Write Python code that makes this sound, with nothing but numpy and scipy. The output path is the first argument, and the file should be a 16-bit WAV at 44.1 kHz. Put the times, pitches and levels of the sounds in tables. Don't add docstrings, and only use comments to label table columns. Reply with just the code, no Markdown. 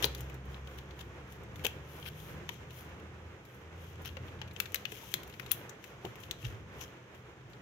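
import sys
import numpy as np
from scipy import signal
from scipy.fft import rfft, irfft
from scipy.io import wavfile
from scipy.ndimage import uniform_filter1d

SR = 44100
rng = np.random.default_rng(int(sys.argv[2]) if len(sys.argv) > 2 else 0)


def wrap_up_sound(samples):
    columns = np.atleast_2d(samples).T
    tamed = np.clip(columns, -1, 1)
    steps = np.round(tamed * 32767).astype(np.int16)
    wavfile.write(sys.argv[1], SR, steps)


def amplitude_ratio(level_db):
    exponent = np.asarray(level_db, float) / 20
    return 10 ** exponent


N = 335601


def rms_one(x):
    return x / np.sqrt(np.mean(x ** 2) + 1e-20)


def peak_one(x):
    return x / np.max(np.abs(x), axis=-1, keepdims=True)


def in_time(rows):
    s, *columns = np.transpose(rows)
    return [np.interp(np.arange(N) / SR, s, column) for column in columns]


def at_hz(points, hz):
    point_hz, point_db = np.transpose(points)
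    return np.interp(np.log(hz), np.log(point_hz), point_db)


def drift(rate):
    r = np.exp(-80 * np.pi * rate / SR)
    noise = rng.standard_normal(N // 40 + 2002)
    slow = signal.lfilter([1], [1, -2 * r, r * r], noise)[2000:]
    return np.interp(np.arange(N) / 40, np.arange(len(slow)), rms_one(slow))


def coloured(x, spectrum):
    hz = np.arange(1, N // 2 + 2) * SR / N
    inside = (hz > spectrum[0][0]) & (hz < spectrum[-1][0])
    return irfft(rfft(x) * amplitude_ratio(at_hz(spectrum, hz)) * inside, N)


def band(x, low_hz, high_hz):
    limits = [low_hz, min(high_hz, .45 * SR)]
    return signal.sosfilt(signal.butter(3, limits, "band", fs=SR, output="sos"), x)


def ring(x, hz, t60):
    r = amplitude_ratio(-60 / (t60 * SR))
    w = 2 * np.pi * min(hz, .45 * SR) / SR
    return signal.lfilter([0, np.sin(w)], [1, -2 * r * np.cos(w), r * r], x)


def add(out, s, sound):
    i = round(s * SR)
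    out[:, i:i + sound.shape[1]] += sound[:, :N - i]


def air():
    # (time [s], level [dB])
    traffic = [(0.0, -50), (0.32, -51), (1.31, -56), (1.61, -47.5), (1.95, -55.5), (2.41, -50), (2.75, -54),
               (3.18, -53.5), (3.5, -60), (4.15, -50), (4.81, -58), (5.55, -53.5), (5.7, -60), (6.72, -51),
               (7.0, -61), (7.61, -57.5)]
    # (frequency [Hz], level [dB per Hz])
    air_colour = [(25, -34.5), (65, -6), (125, -5), (250, -19), (350, -16), (520, -18.5), (600, -24.5),
                  (1500, -25.5), (2400, -29.5), (3500, -38), (4600, -46), (6500, -44.5), (8300, -55),
                  (16500, -56.5)]
    # (frequency [Hz], likeness [0 to 1])
    likeness = [(60, 1), (180, 0.92), (550, 0.61), (1650, 0), (4970, 0.046), (15000, 0)]
    # (frequency [Hz], difference [dB])
    air_balance = [(60, 2.5), (380, -1.5), (2380, -3.5), (15000, 2)]
    rumble_db, = in_time(traffic)
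    t = np.arange(N) / SR
    murmur_db = -53.5 + 0.051 * (rumble_db - rumble_db.mean())
    murmur_db -= 0.2669 * t
    murmur_db += 8.5 * np.exp(-t / 0.1)

    hz = np.arange(1, N // 2 + 2) * SR / N
    alike = np.sqrt(np.clip(at_hz(likeness, hz), 0, 1))
    mid, side = rfft(rng.standard_normal((2, N)))
    pair = np.sqrt(1 + alike) * mid + np.sqrt(1 - alike) * side * [[1], [-1]]
    pair *= amplitude_ratio(at_hz(air_colour, hz) + at_hz(air_balance, hz) * [[.5], [-.5]])
    bass = 1 / (1 + (hz / 270) ** 4)
    rumble = rms_one(irfft(pair * bass, N)) * amplitude_ratio(rumble_db + 0.926 * drift(9.7))
    murmur = rms_one(irfft(pair * (1 - bass), N)) * amplitude_ratio(murmur_db + 0.5 + 1.8 * drift(5.5))
    return rumble + murmur


def engine():
    # (time [s], firing rate [Hz], level [dB], double-rate tone against the first [dB])
    speed = [(0.0, 61, -49, -7), (0.08, 65, -43.5, -5.5), (0.82, 67.3, -50, -7.5), (1.3, 68.5, -59, -2),
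             (1.6, 71.35, -53.5, -9), (2.2, 76.8, -58, 4), (2.75, 78.9, -58, -5), (3.25, 80.9, -52, -12),
             (3.5, 82, -71, 0), (3.75, 82.6, -51, -12), (4.19, 85.8, -49, -16), (4.72, 89.3, -56.5, -14),
             (5.0, 92, -60, -5)]
    # (frequency [Hz], rms level [dB])
    hums = [(100, -72), (124, -64), (198, -68)]
    hz, first_db, overtone_db = in_time(speed)
    second_db = first_db + overtone_db
    turn = 2 * np.pi * np.cumsum(hz + 0.62 * drift(9.2)) / SR
    first = amplitude_ratio(first_db + 1.64 * drift(7.6)) * np.sin(turn)
    second = amplitude_ratio(second_db + 2.0 * drift(11)) * np.sin(2 * turn)
    away = np.clip((speed[-1][0] - np.arange(N) / SR) / 0.33, 0, 1)
    hum = np.zeros(N)
    for hum_hz, db in hums:
        level = amplitude_ratio(db + 4.2 * drift(5.8))
        hum += level * np.sin(2 * np.pi * np.cumsum(hum_hz + 0.827 * drift(3.44)) / SR)
    return np.sqrt(2) * (away * (first + second) + hum)


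def pressure(strokes, levels_db, rise, fall, rest_db):
    t = np.arange(0, N + 64, 64) / SR
    power = amplitude_ratio(2 * rest_db)
    for (s, hold_ms, *_), db in zip(strokes, levels_db):
        before = np.maximum(s - t, 0)
        after = np.maximum(t - s - hold_ms / 1000, 0)
        power = power + amplitude_ratio(2 * (db - rise * before - fall * after))
    return np.interp(np.arange(N) / SR, t, 10 * np.log10(power))


def rub():
    # (time [s], hold [ms], rustle [dB], hiss against rustle [dB])
    strokes = [(0.0, 50, -50, -8), (0.187, 8, -55, -2.5), (0.52, 8, -61, -6), (0.695, 90, -62.5, -5.5),
               (1.002, 8, -62.5, -2.5), (1.319, 8, -62, -3.5), (1.575, 8, -67, 1), (1.659, 8, -56, -3),
               (1.909, 150, -58, -1.5), (2.18, 124, -57.5, -0.5), (2.525, 8, -55.5, -6.5),
               (2.765, 31, -56, 0.5), (3.473, 110, -68, -3), (3.815, 29, -62, -3), (3.885, 18, -61, -5),
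               (4.069, 8, -58.5, -3), (4.272, 8, -64, -5), (4.613, 8, -57.5, 2), (4.754, 30, -57.5, -8),
               (4.92, 220, -52.5, -3.5), (5.29, 60, -65, -1), (5.402, 40, -61.5, -6),
               (5.529, 15, -54, -3.5), (5.86, 8, -59, -4), (6.065, 8, -59.5, -5), (6.226, 8, -57, -4),
               (6.42, 66, -57.5, -5.5), (6.8, 27, -56.5, -4), (7.167, 8, -73.5, 0), (7.523, 8, -68, -8)]
    # (frequency [Hz], level [dB per Hz])
    rustle_colour = [(1200, -14), (2000, -3.5), (3200, 2.5), (4500, -12.5), (6300, -4.5), (8000, -15)]
    # (frequency [Hz], level [dB per Hz])
    hiss_colour = [(8000, -14), (9500, -11.5), (11500, -1.5), (13500, -3), (15800, -3)]
    # (frequency [Hz], level [dB per Hz])
    far_hiss_colour = [(4000, 7), (7000, -9.5), (10000, 1.5), (14000, -5), (15800, -3)]
    _, _, level_db, smooth_db = np.transpose(strokes)
    rustle_db = pressure(strokes, level_db, rise=140, fall=102.5, rest_db=-69)
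    hiss_db = pressure(strokes, level_db + smooth_db, rise=269, fall=188, rest_db=-89.5)

    grains = amplitude_ratio(3.0 * np.minimum(rng.exponential(1, (2, N)), 5)) * rng.standard_normal((2, N))
    lone = rng.random(N) < 70 / SR
    grains *= 1 + 2.04 * uniform_filter1d(16.7 * lone, size=40)
    grains[1] = 0.23 * grains[0] + 0.9 * grains[1]
    catch_db = drift(74)
    near_hiss = rms_one(coloured(grains[0], hiss_colour))
    far_hiss = rms_one(coloured(grains[1], far_hiss_colour))
    hiss = np.array([near_hiss, far_hiss]) * amplitude_ratio(0.87 * catch_db)
    hiss *= amplitude_ratio([hiss_db + 1.0, hiss_db - 13.5])
    rustle = rms_one(coloured(grains, rustle_colour) * amplitude_ratio(0.72 * catch_db))
    return hiss + rustle * amplitude_ratio([rustle_db + 0.5, rustle_db - 11])


def slips(count, dense):
    x = rng.standard_normal((2, count)) * (rng.random(count) < dense)
    return np.array([x[0], 0.35 * x[0] + 1.96 * x[1]])


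def near_bands(body, burst_upper, burst_treble, upper_db, treble_db, scale):
    sound = scale(body) * amplitude_ratio([[0], [-13.5]])
    sound = sound + scale(burst_upper) * amplitude_ratio([[upper_db], [upper_db - 13]])
    return sound + scale(burst_treble) * amplitude_ratio([[treble_db], [treble_db - 20.5]])


def crunches():
    # (time [s], length [ms], body [dB], 6 kHz against body [dB], treble against body [dB])
    folds = [(.025, 27, -38.5, -11, -5), (0.773, 21, -66.5, -9, 2), (0.986, 34, -56.5, -9, -6),
             (1.637, 13, -55, -12, -2), (2.053, 39, -46.5, -17, -4), (4.045, 41, -48.5, -8.5, -8),
             (6.44, 34, -54.5, -9, -10), (6.802, 51, -53, 1, -6)]
    out = np.zeros((2, N))
    flap_hz = 3140
    t_ms = np.arange(4096) / SR * 1000
    for s, length_ms, body_db, upper_db, treble_db in folds:
        burst = slips(4096, dense=.4)
        clumps = amplitude_ratio(4.0 * np.repeat(rng.standard_normal(64), 64))
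        burst *= clumps * np.clip((length_ms - t_ms) / 6, 0, 1) * np.clip(t_ms / 5, 0, 1)
        flap = ring(burst, flap_hz, 0.0072) + 0.49 * ring(burst, 0.537 * flap_hz, 0.0085)
        body = rms_one(band(flap, 1300, 7100)) + 0.58 * rms_one(band(burst, 1450, 4050))
        upper, treble = band(burst, 5430, 6800), band(burst, 10600, 18400)
        sound = near_bands(body, upper, treble, upper_db, treble_db, rms_one)
        add(out, s, amplitude_ratio(body_db) * np.sqrt(t_ms[-1] / length_ms) * sound)
    return out


def ticks(table):
    pitches = rng.uniform(2270, 3450, len(table))
    return [(s, db, hz, -6.5 + 0.75 * treble_db, treble_db)
            for (s, db, treble_db), hz in zip(table, pitches)]


def snaps():
    # (time [s], peak [dB], strongest ring [Hz], 6 kHz against peak [dB], treble against peak [dB])
    cracks = [(0.0254, -20, 2980, -9, 0), (0.043, -6, 3900, -16.5, -8.5), (0.0523, -26, 4460, -2, 9.5),
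              (0.149, -30.5, 4200, -8, 1), (1.6483, -18.5, 3280, -13, 0), (1.653, -14, 3060, -10, -8),
              (1.666, -15, 2970, -12, -2.5), (2.4912, -22, 3220, -13.5, -8), (4.057, -26.5, 3070, -24, -2),
              (4.169, -30.5, 2850, -20, -17), (4.416, -24, 3040, -17, -19),
              (4.563, -30.5, 2660, -11.5, -22), (4.6013, -14.5, 2600, -10, 1.5),
              (4.6573, -27.5, 2380, -14, -12), (4.7445, -17, 2650, -7.5, 4.5), (4.7574, -23, 3865, -8, -4),
              (4.8533, -17.5, 2926, -18, -12), (5.14, -12.5, 3340, -8.5, 0.5), (5.3972, -25, 2030, -20, -7),
              (5.5114, -23.5, 2840, -10, -19), (5.5159, -18, 3600, -7.5, 14), (5.694, -41.5, 1614, 6, 2),
              (6.3109, -18, 3630, -11, -7.5), (6.45, -27, 2900, -11, -13.4)]
    # (time [s], peak [dB], treble against peak [dB])
    flap_ticks = [(0.2068, -36.5, 4.5), (0.298, -40.5, -3), (0.3424, -48, 7), (0.454, -55, 6),
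                  (0.5446, -35.5, -25), (0.673, -40.5, -7), (0.787, -34.5, -12), (0.9082, -39.5, -12),
                  (0.9941, -45, -8), (1.009, -33, -6), (1.3233, -43.5, 2), (1.435, -54, 6),
                  (1.5586, -37.5, -4), (1.5937, -38, -11), (2.0266, -34, -19), (2.0607, -32, -22),
                  (2.201, -41, -3), (2.7065, -39, -6), (2.9175, -46, -25), (2.9986, -48, -4),
                  (3.452, -48.5, 2), (3.5454, -59, 10), (6.8125, -31.5, -0.5), (6.8315, -44, 3),
                  (7.148, -48, -2), (7.4994, -63, 8), (7.533, -42.5, -19)]
    # (time [s], peak [dB], treble against peak [dB])
    tray_ticks = [(4.0183, -64, 20), (4.0895, -35.5, -17), (4.282, -39.5, -32), (4.3908, -45, -19),
                  (4.477, -43, -6), (4.5114, -39.5, -12), (4.533, -61, 15), (4.7205, -41, 4),
                  (4.92, -30, -1.5), (5.1165, -40, 5.5), (5.2325, -38.5, 0.5), (5.276, -51, 10),
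                  (5.298, -42.5, -0.5), (5.326, -42.5, -14.5), (5.339, -36, -12), (5.392, -48.5, -9.5),
                  (5.4306, -43, -8), (5.4625, -36, -4), (5.528, -39, 11), (5.841, -32, -5.5),
                  (6.051, -30, -8.5), (6.1558, -37, -6), (6.202, -55, 15), (6.2353, -35, -8),
                  (6.4283, -38, -10)]
    out = np.zeros((2, N))
    t = np.arange(2048) / SR
    sheet_t60 = 0.0042
    for s, peak_db, mode_hz, upper_db, treble_db in cracks + ticks(flap_ticks) + ticks(tray_ticks):
        length_ms = 6.53 - 0.26 * (peak_db + 19) + 0.1 * max(treble_db, 0)
        burst = slips(len(t), dense=.3)
        burst[:, 0] = 3.96
        fade = amplitude_ratio(-20 * (1000 * t / max(length_ms, .5)) ** 1.36)
        settling = amplitude_ratio(-18.5 - 470 * t)
        burst *= fade + settling

        near_mode = ring(burst[0], mode_hz, sheet_t60)
        far_mode = ring(burst[1], .8 * mode_hz, sheet_t60)
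        mode = np.array([near_mode, far_mode])
        mode += .5 * ring(burst, rng.uniform(2200, 3900), sheet_t60)
        mode += 0.13 * ring(burst, 0.66 * mode_hz, sheet_t60)
        body = peak_one(band(mode, 1380, 6100)) + 0.13 * peak_one(band(burst, 2200, 3900))
        upper, treble = band(burst, 5560, 7600), band(burst, 10770, 15960)
        sound = near_bands(body, upper, treble, upper_db, treble_db, peak_one)
        add(out, s, amplitude_ratio(peak_db) * sound)
    return out


def thuds(table, t60, swell_ms, level_db):
    out = np.zeros((2, N))
    push = np.zeros(8192)
    touch = np.hanning(max(round(swell_ms * SR / 1000), 3))
    for s, peak_db, hz in table:
        push[:len(touch)] = touch * np.sin(2 * np.pi * hz * np.arange(len(touch)) / SR)
        sound = ring(push, hz, t60)
        sound += 0.21 * ring(push, 1.174 * hz, t60)
        sound += 0.34 * ring(push, .5 * hz, 1.23 * t60)
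        add(out, s, amplitude_ratio(peak_db + level_db) * peak_one(sound) * np.ones((2, 1)))
    return out


def knocks():
    # (time [s], peak [dB], pitch [Hz])
    taps = [(0.0426, -27.5, 453), (0.059, -35, 427), (1.647, -29, 460), (1.659, -33.5, 445),
            (2.491, -41.5, 960), (4.053, -48, 377), (4.168, -39.5, 530), (4.414, -42.5, 860),
            (4.922, -40.5, 427), (5.138, -39, 374), (6.047, -32, 370), (6.059, -37, 400), (5.032, -45, 900),
            (5.606, -47, 600), (6.815, -48, 1050)]
    out = thuds(taps, t60=0.057, swell_ms=2.2, level_db=0.14)
    t = np.arange(2048) / SR
    for s, peak_db, _ in taps:
        clatter = band(slips(len(t), dense=0.076) * amplitude_ratio(-2500 * t), 695, 1030)
        add(out, s, amplitude_ratio(peak_db - 2.0) * peak_one(clatter) * amplitude_ratio([[0], [-4]]))
    return out


def bumps():
    # (time [s], peak [dB], pitch [Hz])
    landings = [(2.2, -43, 70), (2.285, -42.5, 117.8), (6.45, -40, 60.4), (5.43, -44.5, 123),
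                (6.05, -41.5, 123), (6.426, -31, 120.6), (6.519, -38.5, 116), (7.43, -45, 122.5)]
    return thuds(landings, t60=0.12, swell_ms=45, level_db=0.1)


def room(x):
    t = np.arange(SR // 2) / SR
    t60 = 0.33
    tail = rng.standard_normal((2, len(t))) * amplitude_ratio(-60 * t / t60) * (t > .006)
    dulled = signal.lfilter([1], [1, -0.42], tail)
    tail = rms_one(dulled) / np.sqrt(len(t))
    return signal.fftconvolve(tail, x[:1], axes=1)[:, :N]


def scene():
    hits = snaps() + crunches() + knocks() + bumps()
    near = hits + rub()
    far = air() + engine()
    near[1] = np.roll(near[1], 8)
    far[1] = np.roll(far[1], 6)
    return near + amplitude_ratio(-21) * room(hits) + far


def band_limit(x):
    return signal.sosfilt(signal.butter(12, 17150, fs=SR, output="sos"), x)


def record(dry):
    top = signal.cheby2(10, 60, 16900, fs=SR, output="sos")
    mix = signal.sosfilt(top, dry)
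    return band_limit(mix)


dry = scene()
out = record(dry)
wrap_up_sound(out)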